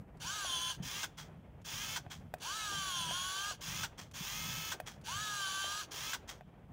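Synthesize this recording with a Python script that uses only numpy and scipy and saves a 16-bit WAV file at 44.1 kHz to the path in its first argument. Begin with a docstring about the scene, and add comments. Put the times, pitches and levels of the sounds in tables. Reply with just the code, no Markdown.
"""Compact camera zoom.

A camera, held close in gloved hands in a small room, zooms out and back in. A tiny motor whines through
plastic gears whose teeth rattle the shell; under load the pinion squeals. Each inward run ends with a
hard brake and a nudge that takes up the gear slack. The lever clicks and the hands rumble softly."""
import sys
import numpy as np
from scipy import signal
from scipy.fft import rfft, irfft
from scipy.io import wavfile
from scipy.ndimage import uniform_filter1d

SR = 44100
rng = np.random.default_rng(int(sys.argv[2]) if len(sys.argv) > 2 else 0)


def output_pcm(signal):
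    """Save a mono or channel-first signal as 16-bit PCM at the path in sys.argv[1].

    Samples are clipped to [-1, 1] before scaling.
    """
    pcm = np.clip(np.atleast_2d(signal).T, -1, 1) * 32767
    wavfile.write(sys.argv[1], SR, np.round(pcm).astype(np.int16))


N = 296352
TIME_S = np.arange(N) / SR

# barrel driven out (motor on [s], motor off [s], gear gain [dB], whine gain [dB], squeal gain [dB])
OUT_RUNS = [(0.195, 0.714, -43.5, -48.5, -55.5), (2.397, 3.507, -43, -46.5, -56.5),
            (5.037, 5.807, -43, -46, -54.5)]
# shaft speed the zoom cam allows, one list per outward run (time [s], speed [Hz])
CAM_SPEED = [
    [(0.2, 386.3), (0.355, 441.4), (0.49, 353.3), (0.578, 338.8), (0.712, 343.2)],
    [(2.403, 359.7), (2.563, 450.4), (2.714, 401.1), (2.878, 379.7), (2.913, 362.6), (3.106, 318.7),
     (3.135, 354.2), (3.354, 382.4), (3.505, 414.2)],
    [(5.043, 404.1), (5.224, 434), (5.469, 384.1), (5.652, 391.2), (5.803, 419.8)],
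]
# barrel drawn in (start [s], brake [s], top shaft speed [Hz], gain [dB], relative slide hiss [dB])
IN_RUNS = [(0.821, 1.03, 446, -39.5, -26), (1.643, 1.96, 447, -40, -15), (3.606, 3.833, 458, -39.5, -14),
           (4.134, 4.717, 434, -40.5, -10.5), (5.907, 6.133, 462, -40, -13)]
# motor kicks (time [s], gain [dB])
NUDGES = [(1.17, -44.5), (2.098, -45.5), (3.974, -46), (4.858, -45), (6.274, -44.5)]
# tones of the gears, 9-tooth pinion and motor (order [x shaft speed], relative level [dB])
OUT_GEAR_TONES = [(5, -17), (6, -20.5), (7, -20), (12, -15.5), (14, -16), (15, -17.5), (16, -13.5),
                  (19, -9)]
IN_GEAR_TONES = [(6, -20.5), (7, -19), (8, -25.5), (10, -16), (15, -20)]
SQUEAL_TONES = [(9, 2.5), (10, 6.5), (18, 12.5), (27, 7.5), (28, 4), (36, -1)]
IN_WHINE_TONES = [(3, -12), (5, -11.5)]
# spectra of the gears, pinion and sliding barrel (frequency [Hz], relative level [dB])
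OUT_GEAR_COLOUR = [(250, -55), (500, -10.5), (750, -0.5), (1100, -7), (1600, -1.5), (2100, -3),
                   (2700, -0.5), (3300, 0.5), (4200, -2.5), (6500, 0.5), (8000, -5.5), (9800, -12),
                   (11500, -17.5), (13000, -17), (15500, -12.5)]
IN_GEAR_COLOUR = [(250, -25), (450, -22), (800, -4.5), (1100, -7.5), (1500, -7.5), (2100, -5), (2700, -7.5),
                  (3300, -5), (4300, -7), (6000, -2.5), (7800, -9.5), (9800, -16), (11600, -22.5),
                  (15500, -13.5)]
SQUEAL_COLOUR = [(2000, -15.5), (2750, -4), (3110, 7.5), (3450, 1.5), (3650, -11), (4100, 2.5), (4500, -15),
                 (9300, -8), (11500, -10)]
SLIDE_COLOUR = [(10000, -57), (12800, -19), (13500, 4), (15800, -6)]
# shell peaks and notches (centre [Hz], width [Hz], lift [dB])
SHELL_RESONANCES = [(1610, 190, 4.5), (2020, 173, -10.5), (2140, 56, 8), (2223, 34, -16), (3123, 110, 10.5),
                    (3464, 270, 4.5), (3565, 54, -13), (4324, 84, -6.5), (4336, 49, 6.5), (4820, 29, -24),
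                    (5230, 16, -9), (5700, 48, 1.5), (6430, 56, 5.5), (7530, 42, -4), (9560, 82, 7.5),
                    (10350, 100, 7), (11450, 80, -10), (13500, 100, -12), (14800, 100, 5), (15530, 60, 2)]
# lever and barrel clicks (time [s], ring peak [dB], relative crack gain [dB])
CLICKS = [(0.447, -32, -18), (2.064, -39.5, -30), (2.339, -25.5, -12), (3.11, -30.5, -22),
          (3.511, -35, -26), (4.801, -27, -10.5), (5.643, -33.5, -14), (6.409, -39, -23)]
# modes a click rings (frequency [Hz], relative level [dB], t60 [s])
CLICK_MODES = [(641, -11, 0.064), (721, -3.5, 0.039), (816, -20, 0.032), (1580, -13, 0.027),
               (1770, -3, 0.0086), (2500, -17.5, 0.035), (3400, -16, 0.0097)]
# switch contacts (time [s], gain [dB])
SWITCH_TICKS = [(0.1713, -58), (1.6167, -57), (2.384, -54), (4.113, -48), (5.013, -53)]
# grip changes (middle [s], length [s], level at middle [dB])
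GRIP_SHIFTS = [(0.01, 0.026, -46.5), (0.276, 0.084, -52), (0.836, 0.092, -50), (1.303, 0.3, -56.5),
               (1.894, 0.19, -54), (2.22, 0.19, -52), (2.778, 0.053, -48.5), (3.075, 0.16, -52.5),
               (3.766, 0.15, -50), (4.487, 0.21, -49.5), (5.134, 0.31, -54)]
# finger bumps on the case (time [s], envelope peak [dB], frequency [Hz])
FINGER_BUMPS = [(0.8, -33, 168), (1.735, -40, 94.3), (2.065, -40, 114), (3.096, -45.5, 166),
                (3.679, -40, 147), (4.205, -37.5, 171.2), (5.157, -40, 121)]
# glove noise spectra (frequency [Hz], relative level [dB])
GRIP_COLOUR = [(30, -22), (60, 0.5), (110, 2.5), (160, 4.5), (205, -0.5), (280, -9), (500, -46.5)]
RUMBLE_COLOUR = [(20, -55), (45, 6), (70, 2.5), (110, 4.5), (160, 0), (205, -1.5), (280, -9.5),
                 (500, -49.5)]
RUB_COLOUR = [(120, -16), (300, 6.5), (700, 4.5), (1200, -4), (2500, -11), (4500, -33), (15000, -40)]


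def zoom_out(start_lag=0.7, spin_up_s=0.051, engage_s=0.03, coast_s=0.064, coast_hz_per_s=2800,
             squeal_speed_hz=354.4, squeal_db_per_hz=0.23):
    """Pushing the barrel loads the motor: speed sags with the cam, poles whine, the pinion squeals."""
    cam_hz = np.interp(TIME_S, *np.vstack(CAM_SPEED).T)
    speed_hz, gear_gain, whine_gain, squeal_gain = np.zeros((4, N))
    for on_s, off_s, gear_db, whine_db, squeal_db in OUT_RUNS:
        spun_up = 1 - start_lag * np.exp(-since(on_s) / spin_up_s)
        run_hz = np.maximum(cam_hz * spun_up - coast_hz_per_s * since(off_s), 0)
        speed_hz = np.where(TIME_S > on_s, run_hz, speed_hz)
        running = ramp(on_s, engage_s) * (1 - ramp(off_s, coast_s))
        gear_gain += undb(gear_db) * running
        whine_gain += undb(whine_db) * running ** 3
        squeal_gain += undb(squeal_db) * (running * spun_up) ** 5
    # judder builds gradually, strongest at one shaft speed
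    detune_hz = uniform_filter1d(np.abs(cam_hz - squeal_speed_hz), size=SR // 8)
    squeal_gain *= undb(-squeal_db_per_hz * detune_hz)
    turns = shaft_turns(speed_hz, flutter=0.0022)
    force = gears(speed_hz, turns, OUT_GEAR_TONES, rattle_db=-1.38, wheel_db=-8, waver_db=3.5)
    gear_noise = shell(force, OUT_GEAR_COLOUR)
    return gear_gain * gear_noise + whine_gain * whine(speed_hz, turns) + squeal_gain * squeal(turns)


def zoom_in(lag_hz=245, spin_up_s=0.088, rise_s=0.013, slow_db=-4, stop_t60_s=0.086):
    """Light load: the motor spins up freely, the gears run loose, the sliding barrel hisses."""
    speed_hz, drive_gain, slide_gain = np.zeros((3, N))
    for start_s, brake_s, top_hz, db, slide_db in IN_RUNS:
        lag = np.exp(-since(start_s) / spin_up_s)
        coast = fade(since(brake_s), stop_t60_s)
        speed_hz = np.where(TIME_S > start_s, (top_hz - lag_hz * lag) * coast ** 0.2, speed_hz)
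        drive_gain += undb(db + slow_db * lag) * ramp(start_s, rise_s) * coast
        slide_gain += undb(db + slide_db) * (1 - lag) * coast
    turns = shaft_turns(speed_hz, flutter=0.00317)
    force = gears(speed_hz, turns, IN_GEAR_TONES, rattle_db=-2.5, wheel_db=-19, waver_db=2)
    hiss = shell(rattle(turns, spread_db=0, throb=0.23), SLIDE_COLOUR)
    whine_gain = np.clip((speed_hz - 280) / 140, 0, 1)
    motor = whine_gain * mesh(turns, IN_WHINE_TONES, waver_db=1.2, runout=0.2)
    return drive_gain * (shell(force, IN_GEAR_COLOUR) + motor) + slide_gain * hiss


def shaft_turns(speed_hz, flutter):
    """Turns made by a shaft whose speed flutters slightly."""
    return np.cumsum(speed_hz * (1 + flutter * drift(81.5))) / SR


def gears(speed_hz, turns, tones, rattle_db, wheel_db, waver_db, pinion_db=-16):
    """Gear force: loose rattle, joined at speed by tooth tones and each wheel's repeating pattern."""
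    wheel = undb(wheel_db) * tooth_errors(turns / 5, harmonics=220)
    pinion = undb(pinion_db) * tooth_errors(turns, harmonics=44)
    teeth = mesh(turns, tones, waver_db, runout=0.092)
    loose = undb(rattle_db + 0.17 * drift(150)) * rattle(turns, spread_db=1, throb=0.17)
    engaged = np.clip((speed_hz - 255) / 105, 0, 1)
    return loose + engaged * (pinion + wheel + teeth)


def mesh(turns, tones, waver_db, runout):
    """Shaft-order tones; an off-centre wheel, five times slower, varies the tooth pressure."""
    out = 0
    for order, db in tones:
        pressure = 1 + runout * tooth_errors(turns / 5, harmonics=4)
        gain = pressure * undb(db + waver_db * drift(47))
        out += gain * np.sin(2 * np.pi * (order * turns + rng.random()))
    return out


def tooth_errors(turns, harmonics, size=8192):
    """A wheel's unevenness: a random pattern that repeats every turn."""
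    pattern = irfft(np.r_[0, np.exp(2j * np.pi * rng.random(harmonics))], size)
    return unit_rms(np.interp(turns, np.arange(size) / size, pattern, period=1))


def rattle(turns, spread_db, throb):
    """Dense tiny impacts, bunched once a turn and at each of the three rotor poles."""
    hits = (rng.random(N) < 0.2) * noise() * undb(spread_db * noise())
    bunching = np.cos(2 * np.pi * turns) + np.cos(2 * np.pi * 3 * turns)
    return unit_rms(hits * np.exp(throb * bunching))


def whine(speed_hz, turns):
    """Tones of the loaded three-pole motor; three of them swell as they pass shell resonances."""
    order_db = {
        3: 3 + drift(45),
        4: np.interp(speed_hz, [330, 385, 430], [-11, 1, -5]) + 2.8 * drift(32),
        8: np.interp(speed_hz, [328, 382, 390, 402, 435], [-5.5, -2.5, 4.5, -3, -10]) + 2 * drift(33),
        9: np.interp(speed_hz, [395, 422, 440], [-25, -3, -8]) + 2 * drift(33)}
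    tones = sum(undb(db) * np.sin(2 * np.pi * order * turns) for order, db in order_db.items())
    return np.clip((speed_hz - 260) / 50, 0, 1) * tones


def squeal(turns, judder_db=0.5):
    """Loaded pinion teeth stick and judder in the slow wheel, ringing the shell near 3 kHz."""
    judder = undb(judder_db) * tooth_errors(turns / 5, harmonics=60)
    teeth = mesh(turns, SQUEAL_TONES, waver_db=2.5, runout=0.35)
    return colour(teeth + judder, SQUEAL_COLOUR)


def shell(force, outline, ring_gain=0.34, t60_s=0.015):
    """The case radiates a force through its main resonances and a short ring of many small modes."""
    ring = noise(SR // 20) * fade(TIME_S[:SR // 20], t60_s)
    vibration = force + ring_gain * convolve(force, ring)
    return colour(vibration / np.hypot(1, ring_gain), outline, SHELL_RESONANCES)


def brakes(boost_db=3, rise_s=0.00076, hold_s=0.015, t60_s=0.075):
    """The stopping motor throws the teeth against their other flanks."""
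    gain = sum(undb(db + boost_db) * ramp(brake_s, rise_s) * fade(since(brake_s + hold_s), t60_s)
               for _, brake_s, _, db, _ in IN_RUNS)
    return gain * colour(noise(), IN_GEAR_COLOUR, [(955, 210, 7.7), (1527, 260, 15.3), (3300, 500, 6)])


def nudges(rise_s=0.021, coast_t60_s=0.2, roll_s=0.11, rest_t60_s=0.29, speed_hz=130):
    """Brief motor kicks take up the slack; the gears coast, then come to rest."""
    gain = 0
    for start_s, db in NUDGES:
        coast = fade(since(start_s + rise_s), coast_t60_s)
        settle = fade(since(start_s + roll_s), rest_t60_s)
        gain += undb(db) * ramp(start_s, rise_s) * coast * settle
    grind = undb(0.97 * drift(160)) * rattle(speed_hz * TIME_S, spread_db=3.5, throb=0.065)
    resonances = [(1370, 1400, 7.8), (3260, 280, 9.1), (11500, 1600, 0.68)]
    return gain * colour(grind, IN_GEAR_COLOUR, resonances)


def clicks(crack_t60_s=0.029, rise_s=0.0005):
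    """Plastic parts snap home: a short crack and a few quickly damped modes."""
    out, age_s = np.zeros(N), TIME_S[:SR // 10]
    ring = sum(undb(db) * np.sin(2 * np.pi * hz * age_s) * fade(age_s, t60_s)
               for hz, db, t60_s in CLICK_MODES)
    ring *= np.minimum(age_s / rise_s, 1)
    ring /= np.abs(ring).max()
    for start_s, db, crack_db in CLICKS:
        crack = 0.5 * noise(len(age_s)) * fade(age_s, crack_t60_s)
        add(out, start_s, undb(db) * (ring + undb(crack_db) * crack))
    return out


def switch_ticks(t60_s=0.051, trim_db=-8):
    """Light contacts close with a thin tick just before the motor starts."""
    gain = sum(undb(db + trim_db) * (TIME_S > start_s) * fade(since(start_s), t60_s)
               for start_s, db in SWITCH_TICKS)
    return gain * colour(noise(), [(2000, 1), (5500, -1), (8000, -2), (15000, -13)])


def hands(rumble_db=-57.5, rub_db=-63, bump_rise_s=0.0065):
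    """Gloves rumble and rub on the case and creak dully as the grip shifts; fingers bump it."""
    grip_gain = sum(undb(db) * np.exp(-2 * ((TIME_S - middle_s) / length_s) ** 2)
                    for middle_s, length_s, db in GRIP_SHIFTS)
    creak = grip_gain * colour(noise(), GRIP_COLOUR, [(157, 21, 3.8)])
    rumble = undb(rumble_db + 2 * drift(23)) * colour(noise(), RUMBLE_COLOUR, [(155.4, 16, 3.1)])
    rub = undb(rub_db + 2 * drift(37) + 2.3 * drift(42)) * colour(noise(), RUB_COLOUR)
    out = creak + rumble + rub
    age_s = TIME_S[:SR // 10]
    swell = (age_s / bump_rise_s * np.exp(1 - age_s / bump_rise_s)) ** 2
    for start_s, db, hz in FINGER_BUMPS:
        add(out, start_s, undb(db) * swell * np.sin(2 * np.pi * hz * age_s))
    return out


def room(x, near_db=-21, near_t60_s=0.25, late_db=-36, late_t60_s=2.5):
    """Adds a short diffuse tail from near walls and a fainter, longer, duller one."""
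    age_s = TIME_S[:SR]
    onset = np.minimum(age_s / 0.01, 1)
    near = convolve(x, noise(SR) * onset * fade(age_s, near_t60_s))
    late = convolve(x, noise(SR) * onset * fade(age_s, late_t60_s))
    late = colour(late, [(700, -1), (3000, 6), (8000, -13), (15000, -15)])
    return x + undb(near_db) * near + undb(late_db) * late


def microphone_hiss(level_db=-90):
    """Faint steady white noise."""
    return undb(level_db) * noise()


def colour(x, outline, resonances=()):
    """Filter by outline (frequency [Hz], level [dB]) and peaks (centre [Hz], width [Hz], lift [dB])."""
    hz = np.maximum(np.fft.rfftfreq(N, 1 / SR), 1)
    outline_hz, outline_db = np.transpose(outline)
    db = np.interp(np.log(hz), np.log(outline_hz), outline_db)
    for centre_hz, width_hz, lift_db in resonances:
        db += lift_db / (1 + (2 * (hz - centre_hz) / width_hz) ** 2)
    return irfft(rfft(x) * unit_rms(undb(db)), N)  # white noise keeps its level


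def drift(rate_hz):
    """Smooth random drift, rms 1."""
    size = int(SR / rate_hz)
    smoothed = uniform_filter1d(noise(), size, mode="wrap")
    return unit_rms(uniform_filter1d(smoothed, size, mode="wrap"))


def convolve(x, response):
    return signal.fftconvolve(x, response / np.linalg.norm(response))[:N]


def noise(samples=N):
    return rng.standard_normal(samples)


def undb(db):
    return 10 ** (db / 20)


def unit_rms(x):
    return x / np.sqrt(np.mean(x ** 2) + 1e-20)


def since(start_s):
    return np.maximum(TIME_S - start_s, 0)


def ramp(start_s, rise_s):
    return np.minimum(since(start_s) / rise_s, 1)


def fade(age_s, t60_s):
    return np.exp(-np.log(1000) * age_s / t60_s)


def add(track, start_s, sound):
    i = int(start_s * SR)
    track[i:i + len(sound)] += sound[:N - i]


def scene():
    """One source position, identical in both channels."""
    camera = zoom_out() + zoom_in() + brakes() + nudges() + clicks() + switch_ticks()
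    sound = room(camera + hands()) + microphone_hiss()
    return np.array([sound, sound])


def record(dry):
    """Steep low-pass at 15.7 kHz."""
    return signal.sosfilt(signal.ellip(10, 0.2, 70, 15700, fs=SR, output="sos"), dry)


dry = scene()
out = record(dry)
output_pcm(out)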